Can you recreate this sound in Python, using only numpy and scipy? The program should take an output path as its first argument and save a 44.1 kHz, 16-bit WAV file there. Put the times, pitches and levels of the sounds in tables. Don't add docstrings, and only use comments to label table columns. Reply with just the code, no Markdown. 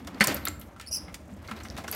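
import sys
import numpy as np
from scipy import signal
from scipy.fft import rfft, irfft
from scipy.io import wavfile
from scipy.ndimage import uniform_filter1d

SR = 44100
rng = np.random.default_rng(int(sys.argv[2]) if len(sys.argv) > 2 else 0)


def unload_wav(signal):
    wavfile.write(
        sys.argv[1],
        SR,
        np.round(np.clip(np.atleast_2d(signal).T, -1, 1) * 32767).astype(np.int16),
    )


def how_loud(loudness_db):
    steps = np.asarray(loudness_db, float) / 20
    return 10 ** steps


N = 85995


def evened(x):
    return x / np.sqrt(np.mean(x ** 2) + 1e-20)


def read(points, hz):
    f, value = np.transpose(points)
    return np.interp(np.log(hz + 1), np.log(f + 1), value)


def add(mix, start_s, sound):
    part = mix[round(start_s * SR):][:len(sound)]
    part += sound[:len(part)]


def clock(seconds_fraction):
    return np.arange(SR // seconds_fraction) / SR


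def resonate(x, hz, width):
    turn = np.exp(2j * np.pi * np.cumsum(hz * np.ones(len(x))) / SR)
    r = np.exp(-np.pi * width / SR)
    return 2 * (turn * signal.lfilter([1 - r], [1, -r], x / turn + 1e-18)).real


def resonate_twice(x, hz, width, second_width):
    return evened(resonate(resonate(x, hz, width), hz, second_width))


def colour(x, points):
    gain = how_loud(read(points, np.fft.rfftfreq(len(x), 1 / SR)))
    return evened(irfft(rfft(x) * gain, len(x)))


def drift(seconds, size=N):
    span = max(int(seconds * SR), 1)
    return evened(uniform_filter1d(uniform_filter1d(rng.standard_normal(size), span), span))


# time in seconds, effort in dB.
EFFORT = [(0.0, -56), (0.03, -63.5), (0.09, -64.5), (0.168, -63.5), (0.306, -40), (0.406, -56.5),
          (0.57, -67), (0.646, -75), (0.846, -87.5), (0.976, -61.5), (1.124, -73.5), (1.276, -72.5),
          (1.428, -60), (1.536, -59), (1.666, -60.5), (1.738, -57.5), (1.95, -56.5)]


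def effort_db():
    return np.interp(np.arange(N) / SR, *np.transpose(EFFORT))


# frequency in Hz, level in dB.
AIR_COLOUR = [(15, -27), (25, -12.5), (64, 20), (195, -1), (405, -9.5), (591, 3.5), (2110, -48),
              (6000, -21.5), (16000, -32.5)]
# centre in Hz, width in Hz, level in dB.
LOW_HUMS = [(79, 25.6, -49), (212, 88, -49), (311.7, 46, -54.5), (716, 1180, -53.5)]


def outdoors():
    shake_db = 0.3 * np.minimum(effort_db() + 54.5, 10)
    hums = np.zeros(N)
    for hz, width, db in LOW_HUMS:
        swell_db = 3.0 * drift(0.073)
        hums += how_loud(db + swell_db + shake_db) * resonate_twice(rng.standard_normal(N), hz, width, 2 * width)
    air_db = -52.5 + 4.8 * drift(0.011)
    return hums + how_loud(air_db) * colour(rng.standard_normal(N), AIR_COLOUR)


# frequency in Hz, t60 in seconds.
WALL_T60 = [(300, 0.88), (4000, 0.38), (11000, 0.32)]


def yard(x):
    taps = np.zeros(SR // 2)
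    at = np.arange(200, SR // 2 - 20, 20)
    taps[at + rng.integers(0, 20, len(at))] = rng.choice([-1., 1.], len(at))
    hz, t, z = signal.stft(taps, SR, nperseg=256)
    decay = how_loud(-60 * t / read(WALL_T60, hz)[:, None])
    tail = signal.istft(z * decay, SR, nperseg=256)[1]
    return signal.fftconvolve(x, tail / np.linalg.norm(tail))[:N]


# frequency in Hz, level in dB.
RUB_COLOUR = [(190, -25), (320, 16.5), (567, 17.5), (1420, 7), (2070, 10.5), (10800, -11.5), (12700, -3),
              (16000, -31)]


def scuff():
    grains_per_s, grain_spread_db, flicker_db = 730, 4.5, 5.5
    grain_sizes = how_loud(grain_spread_db * np.minimum(rng.exponential(1, N), 3))
    grit = grain_sizes * (rng.random(N) < grains_per_s / SR)
    grit = signal.lfilter([1], [1, -.97], grit) * rng.standard_normal(N)
    rub = rng.standard_normal(N) * how_loud(flicker_db * drift(0.013))
    both = colour(rub, RUB_COLOUR) + how_loud(-5) * colour(grit, RUB_COLOUR)
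    return how_loud(effort_db() + 5.5) * both


# start in seconds, length in seconds, level in dB,
# slip rate in Hz.
PIVOT_HOLDS = [(0.863, .012, -46.5, 4560), (.872, 0.019, -42, 5200), (0.885, .012, -46.5, 4900),
               (0.889, 0.015, -53, 5300), (0.912, 0.013, -34, 5700), (0.92, .012, -31, 5010),
               (.927, 0.013, -29.5, 5760), (.929, 0.0087, -35.5, 5050), (0.938, .015, -29, 5320),
               (0.944, 0.015, -29.5, 5990), (.954, 0.017, -40, 5460), (0.959, 0.015, -29, 5020),
               (0.97, .016, -43, 4940), (0.969, 0.02, -37, 5530)]
# multiple of the slip rate, level in dB.
SLIP_ORDERS = [(.5, -25.5), (1, -1.5), (1.5, -24), (2, -7), (3, -18)]


def squeak():
    overlap_s, wander_share, stutter_db, fuzz_share = .005, .012, 5, .22
    out = np.zeros(N)
    hiss_band = signal.butter(4, [8300, 12600], "band", fs=SR, output="sos")
    loudest_db = max(row[2] for row in PIVOT_HOLDS)
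    for s, length, db, hz in PIVOT_HOLDS:
        size = int((length + overlap_s) * SR)
        wander = drift(.002, 2000)[:size]
        stutter = how_loud(stutter_db * np.tanh(drift(.0012, 2000)[:size]))
        fuzz = 1 + fuzz_share * drift(.0007, 2000)[:size]
        hiss = evened(signal.sosfilt(hiss_band, rng.standard_normal(2000)))[:size]
        phase = 2 * np.pi * np.cumsum(hz * (1 + wander_share * wander)) / SR
        tone = np.zeros(size)
        for order, order_db in SLIP_ORDERS:
            weak_db = max(order - 2, 0) * (db - loudest_db)
            dull_db = 17 if order > 1 and hz > 5500 else 0
            tone += how_loud(order_db + weak_db - dull_db) * np.sin(order * phase)
        sound = tone * fuzz * stutter + how_loud(-16) * hiss
        add(out, s - overlap_s / 2, how_loud(db + 1) * signal.windows.tukey(size, .5) * sound)
    return out


# start in seconds, peak in dB, centre in Hz, t60 in seconds.
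CABLE_TICKS = [(0.2078, -25, 4300, 0.06), (0.2109, -18, 4450, 0.1), (0.2414, -20.5, 5090, 0.033),
               (0.2448, -22, 8500, 0.038), (0.2725, -23.5, 6870, 0.06), (0.28, -22.5, 4430, 0.17),
               (0.346, -27.5, 12400, 0.066), (0.3668, -32.5, 4600, 0.082), (0.4529, -23, 12500, 0.053),
               (0.4732, -27.5, 4070, 0.04), (0.4836, -24, 7100, 0.016), (0.596, -42.5, 11600, 0.24),
               (0.613, -39, 12200, 0.05), (0.814, -47, 3870, 0.046), (1.4763, -43, 4300, 0.12),
               (1.5643, -46, 3770, 0.068), (1.5888, -48, 3870, 0.088), (1.602, -48.5, 4220, 0.2),
               (1.6354, -42.5, 5730, 0.22), (1.71, -52, 5300, 0.045), (1.8798, -34, 5600, 0.092),
               (1.914, -27.5, 12100, 0.14), (1.9249, -28, 4750, 0.16)]


def ticks():
    out, t = np.zeros(N), clock(5)
    crack = np.exp(-t / .0014)
    for s, db, hz, t60 in CABLE_TICKS:
        noise = np.diff(rng.standard_normal(len(t) + 1))
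        rattle = resonate_twice(noise, hz, hz * .1, hz * .2)
        rattle = rattle + how_loud(2.5) * resonate_twice(noise, hz, hz, hz)
        shape = how_loud(-2) * crack + how_loud(-9 - 60 * t / t60)
        click = np.sin(2 * np.pi * hz * t) * crack
        add(out, s, .5 * how_loud(db) * (rattle * shape + click) * np.minimum(t / 0.0001, 1))
    return out


# start in seconds, level in dB.
PIN_HITS = [
    (0.207, -31),
    (1.163, -64),
]


def pin():
    out, t = np.zeros(N), clock(5)
    ring = np.sin(2 * np.pi * 8610 * t) * np.cos(2 * np.pi * 28 * t)
    for s, db in PIN_HITS:
        add(out, s, how_loud(db - 60 * t / .3) * ring)
    return out


# start in seconds, peak in dB, frequency in Hz, t60 in seconds.
SMALL_PARTS = [(0.0486, -48, 3580, .02), (.0755, -38, 5050, 0.013), (0.1467, -34, 4550, 0.0043),
               (.2418, -26, 5460, 0.0053), (.2455, -16, 12500, .004), (.2393, -17, 11360, .006),
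               (0.2713, -14.5, 7170, .012), (0.272, -14, 14550, 0.0072), (0.345, -17, 12900, 0.0083),
               (.438, -47, 4100, .03), (0.453, -25, 11200, 0.0078), (.4527, -35, 13600, 0.013),
               (.4535, -35.5, 3660, 0.054), (.4735, -29.5, 4390, 0.014), (0.4836, -23, 7390, 0.014),
               (0.598, -39, 11580, 0.021), (1.307, -52, 8400, 0.0064), (1.332, -50, 7800, .004),
               (1.339, -46, 7500, 0.0043), (1.4754, -51, 4450, 0.02), (1.485, -29, 1900, 0.0043),
               (1.5126, -29, 2650, 0.0079), (1.587, -42, 4070, 0.0098), (1.603, -45, 4200, .015),
               (1.608, -39, 2090, 0.02), (1.633, -47.5, 7480, 0.035), (1.685, -28, 2000, 0.0035),
               (1.6856, -29, 5000, 0.0027), (1.701, -25, 5200, .003), (1.744, -44, 4530, 0.0054),
               (1.768, -38.5, 3700, 0.0092), (1.7838, -32.5, 1310, 0.017), (1.882, -27.5, 1485, 0.019),
               (1.8798, -36.5, 2790, 0.022), (1.914, -28, 11900, 0.024), (1.947, -32, 11900, 0.027)]


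def pings():
    out, t = np.zeros(N), clock(6)
    rise = np.minimum(t / 0.00029, 1)
    for s, db, hz, t60 in SMALL_PARTS:
        fuzz = 1 + .4 * drift(.0003, len(t))
        add(out, s, how_loud(db - 60 * t / t60) * np.sin(2 * np.pi * hz * t) * rise * fuzz)
    return out


# start in seconds, peak in dB, t60 in
# seconds.
CLIP_SNAPS = [(0.047, -37.5, 0.03), (0.0718, -27, 0.062), (0.145, -34.5, 0.016), (0.201, -20.5, 0.054),
              (0.24, -18, 0.071), (0.273, -5.5, 0.014), (0.763, -45, 0.066), (0.798, -28, 0.027),
              (1.143, -22, 0.056), (0.811, -29.5, 0.08), (1.314, -45, 0.025), (1.387, -52, 0.042),
              (1.512, -31, 0.06), (1.649, -35, 0.056), (1.766, -34, 0.065), (1.777, -27.5, 0.13),
              (1.839, -34.5, 0.085), (1.878, -29, 0.19),
              (1.6853, -36, .018)]


def snaps():
    out, t = np.zeros(N), clock(5)
    band = signal.butter(1, [1530, 6920], "band", fs=SR)
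    for s, db, t60 in CLIP_SNAPS:
        grain = how_loud(2 * np.tanh(drift(.0006, len(t))))
        noise = evened(signal.lfilter(*band, rng.standard_normal(len(t)) * grain))
        shape = how_loud(-60 * t / t60) + .5 * np.exp(-t / .0008)
        add(out, s, 0.2 * how_loud(db) * shape * noise)
    return out


# start in seconds, peak in dB, frequency in Hz, t60 in seconds.
DECK_BOOMS = [(0.148, -29, 263, 0.06), (.208, -18, 212, 0.13), (0.272, -26, 127, 0.099),
              (0.299, -30.5, 280, 0.28), (0.489, -34.5, 298, 0.19), (1.2, -43, 215, 0.15),
              (1.078, -36.5, 180, 0.14), (1.281, -37.5, 216.6, 0.12), (1.51, -31.5, 216.2, 0.19),
              (1.745, -37, 137, 0.092), (.275, -26.5, 583, 0.063), (.345, -31.5, 564, 0.14),
              (.24, -22, 1020, 0.048), (0.019, -36, 245, 0.12), (1.325, -36.5, 202, 0.12),
              (1.93, -37, 624, .08)]


def thumps():
    out, t = np.zeros(N), clock(4)
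    rise = np.minimum(t / 0.0035, 1)
    for s, db, hz, t60 in DECK_BOOMS:
        add(out, s, how_loud(db - 60 * t / t60) * np.sin(2 * np.pi * hz * t) * rise)
    return out


# frequency in Hz, level in dB, t60 in seconds.
PLATE_MODES = [(600, -19, 0.065), (1360, -26.5, 0.099), (1585, -10.5, 0.038), (1900, -4.5, 0.037),
               (2070, -4, 0.017), (2300, -17, 0.063), (2840, -23.5, 0.077), (4390, -21.5, 0.087)]
# start in seconds, level in dB.
LATCH_BOUNCES = [
    (.2086, -8.5),
    (.2107, -14),
    (.2126, -12),
    (.2168, -11),
    (.2285, -17),
]


def latch():
    out, t = np.zeros(N), clock(6)
    plate = sum(how_loud(db - 60 * t / t60) * np.sin(2 * np.pi * hz * t) for hz, db, t60 in PLATE_MODES)
    for k, (s, db) in enumerate(LATCH_BOUNCES):
        add(out, s, (-1) ** k * how_loud(db) * plate)
    return out


# start in seconds, peak in dB, centre in Hz, t60 in seconds.
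FRAME_BLOWS = [(0.047, -50, 740, 0.13), (0.074, -26.5, 730, 0.1), (0.143, -40, 890, 0.19),
               (0.2055, -14, 2040, 0.18), (0.214, -15, 1870, 0.22), (0.271, -25, 1320, 0.31),
               (0.298, -26.5, 2100, 0.23), (.311, -21, 2100, 0.076), (0.345, -36, 1800, 0.11),
               (0.368, -31, 1080, 0.14), (0.451, -28.5, 2730, 0.15), (0.467, -22.5, 1500, 0.1),
               (0.473, -23, 2110, 0.071), (0.612, -36, 2660, 0.11), (0.762, -43.5, 1120, 0.24),
               (0.799, -30, 1450, 0.078), (0.814, -39, 2070, 0.26), (1.081, -27.5, 740, 0.041),
               (1.093, -35.5, 1280, 0.082), (1.141, -34.5, 2730, 0.062), (1.29, -38.5, 600, 0.11),
               (1.454, -41.5, 1230, 0.23), (1.485, -29, 1150, 0.11), (1.513, -22, 1140, 0.075),
               (1.566, -35, 2600, .07), (1.605, -36, 1840, 0.092), (1.651, -29, 1700, 0.05),
               (1.765, -34.5, 2070, 0.15), (1.782, -26.5, 800, 0.16), (1.842, -25, 735, 0.072),
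               (1.882, -20, 800, 0.038), (1.925, -26.5, 2010, 0.33)]
# frequency in Hz, width in Hz, level in dB.
FRAME_MODES = [(800, 20, -0.5), (1030, 18, -64), (1336, 62, 8.5), (1655, 8.7, -5.5), (1786, 29, -14),
               (2110, 58, 5.5), (2927, 36, -3)]


def knocks():
    out, t = np.zeros(N), clock(4)
    rise = np.minimum(t / 0.0023, 1)
    lump_db, width_share = 1.5, 0.74
    for s, db, hz, t60 in FRAME_BLOWS:
        lumps = how_loud(lump_db * 1.27 * np.tanh(drift(0.00056, len(t))))
        noise = signal.lfilter([1, -1], [1, -.95], rng.standard_normal(len(t)) * lumps)
        body = resonate_twice(noise, hz, hz * width_share, hz * width_share * 2)
        body = body + how_loud(-5.5) * resonate_twice(noise, 1210, 2600, 2600)
        burst = 0.2 * body * how_loud(-60 * t / t60)
        rings = np.zeros(len(t))
        for f, width, mode_db in FRAME_MODES:
            far_db = 5.6 * abs(np.log2(f / hz))
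            decay_db = 60 * t * min(max(width, 35), 90) / 2.26
            rings += rng.standard_normal() * how_loud(mode_db - far_db - decay_db) * np.sin(2 * np.pi * f * t)
        add(out, s, how_loud(db) * (burst + how_loud(-14) * rings) * rise)
    return out


def scene():
    near = squeak() + ticks() + pin() + pings() + snaps() + thumps() + latch() + knocks()
    return (outdoors() + how_loud(-13) * yard(near) + scuff() + near)[None]


def top_cut(x):
    return signal.sosfilt(signal.butter(12, 16530, fs=SR, output="sos"), x)


def record(dry):
    x = signal.sosfilt(signal.butter(3, 45, "high", fs=SR, output="sos"), dry)
    x = signal.oaconvolve(x, signal.firwin(511, 15850, fs=SR)[None], "same")
    return top_cut(x)


dry = scene()
out = record(dry)
unload_wav(out)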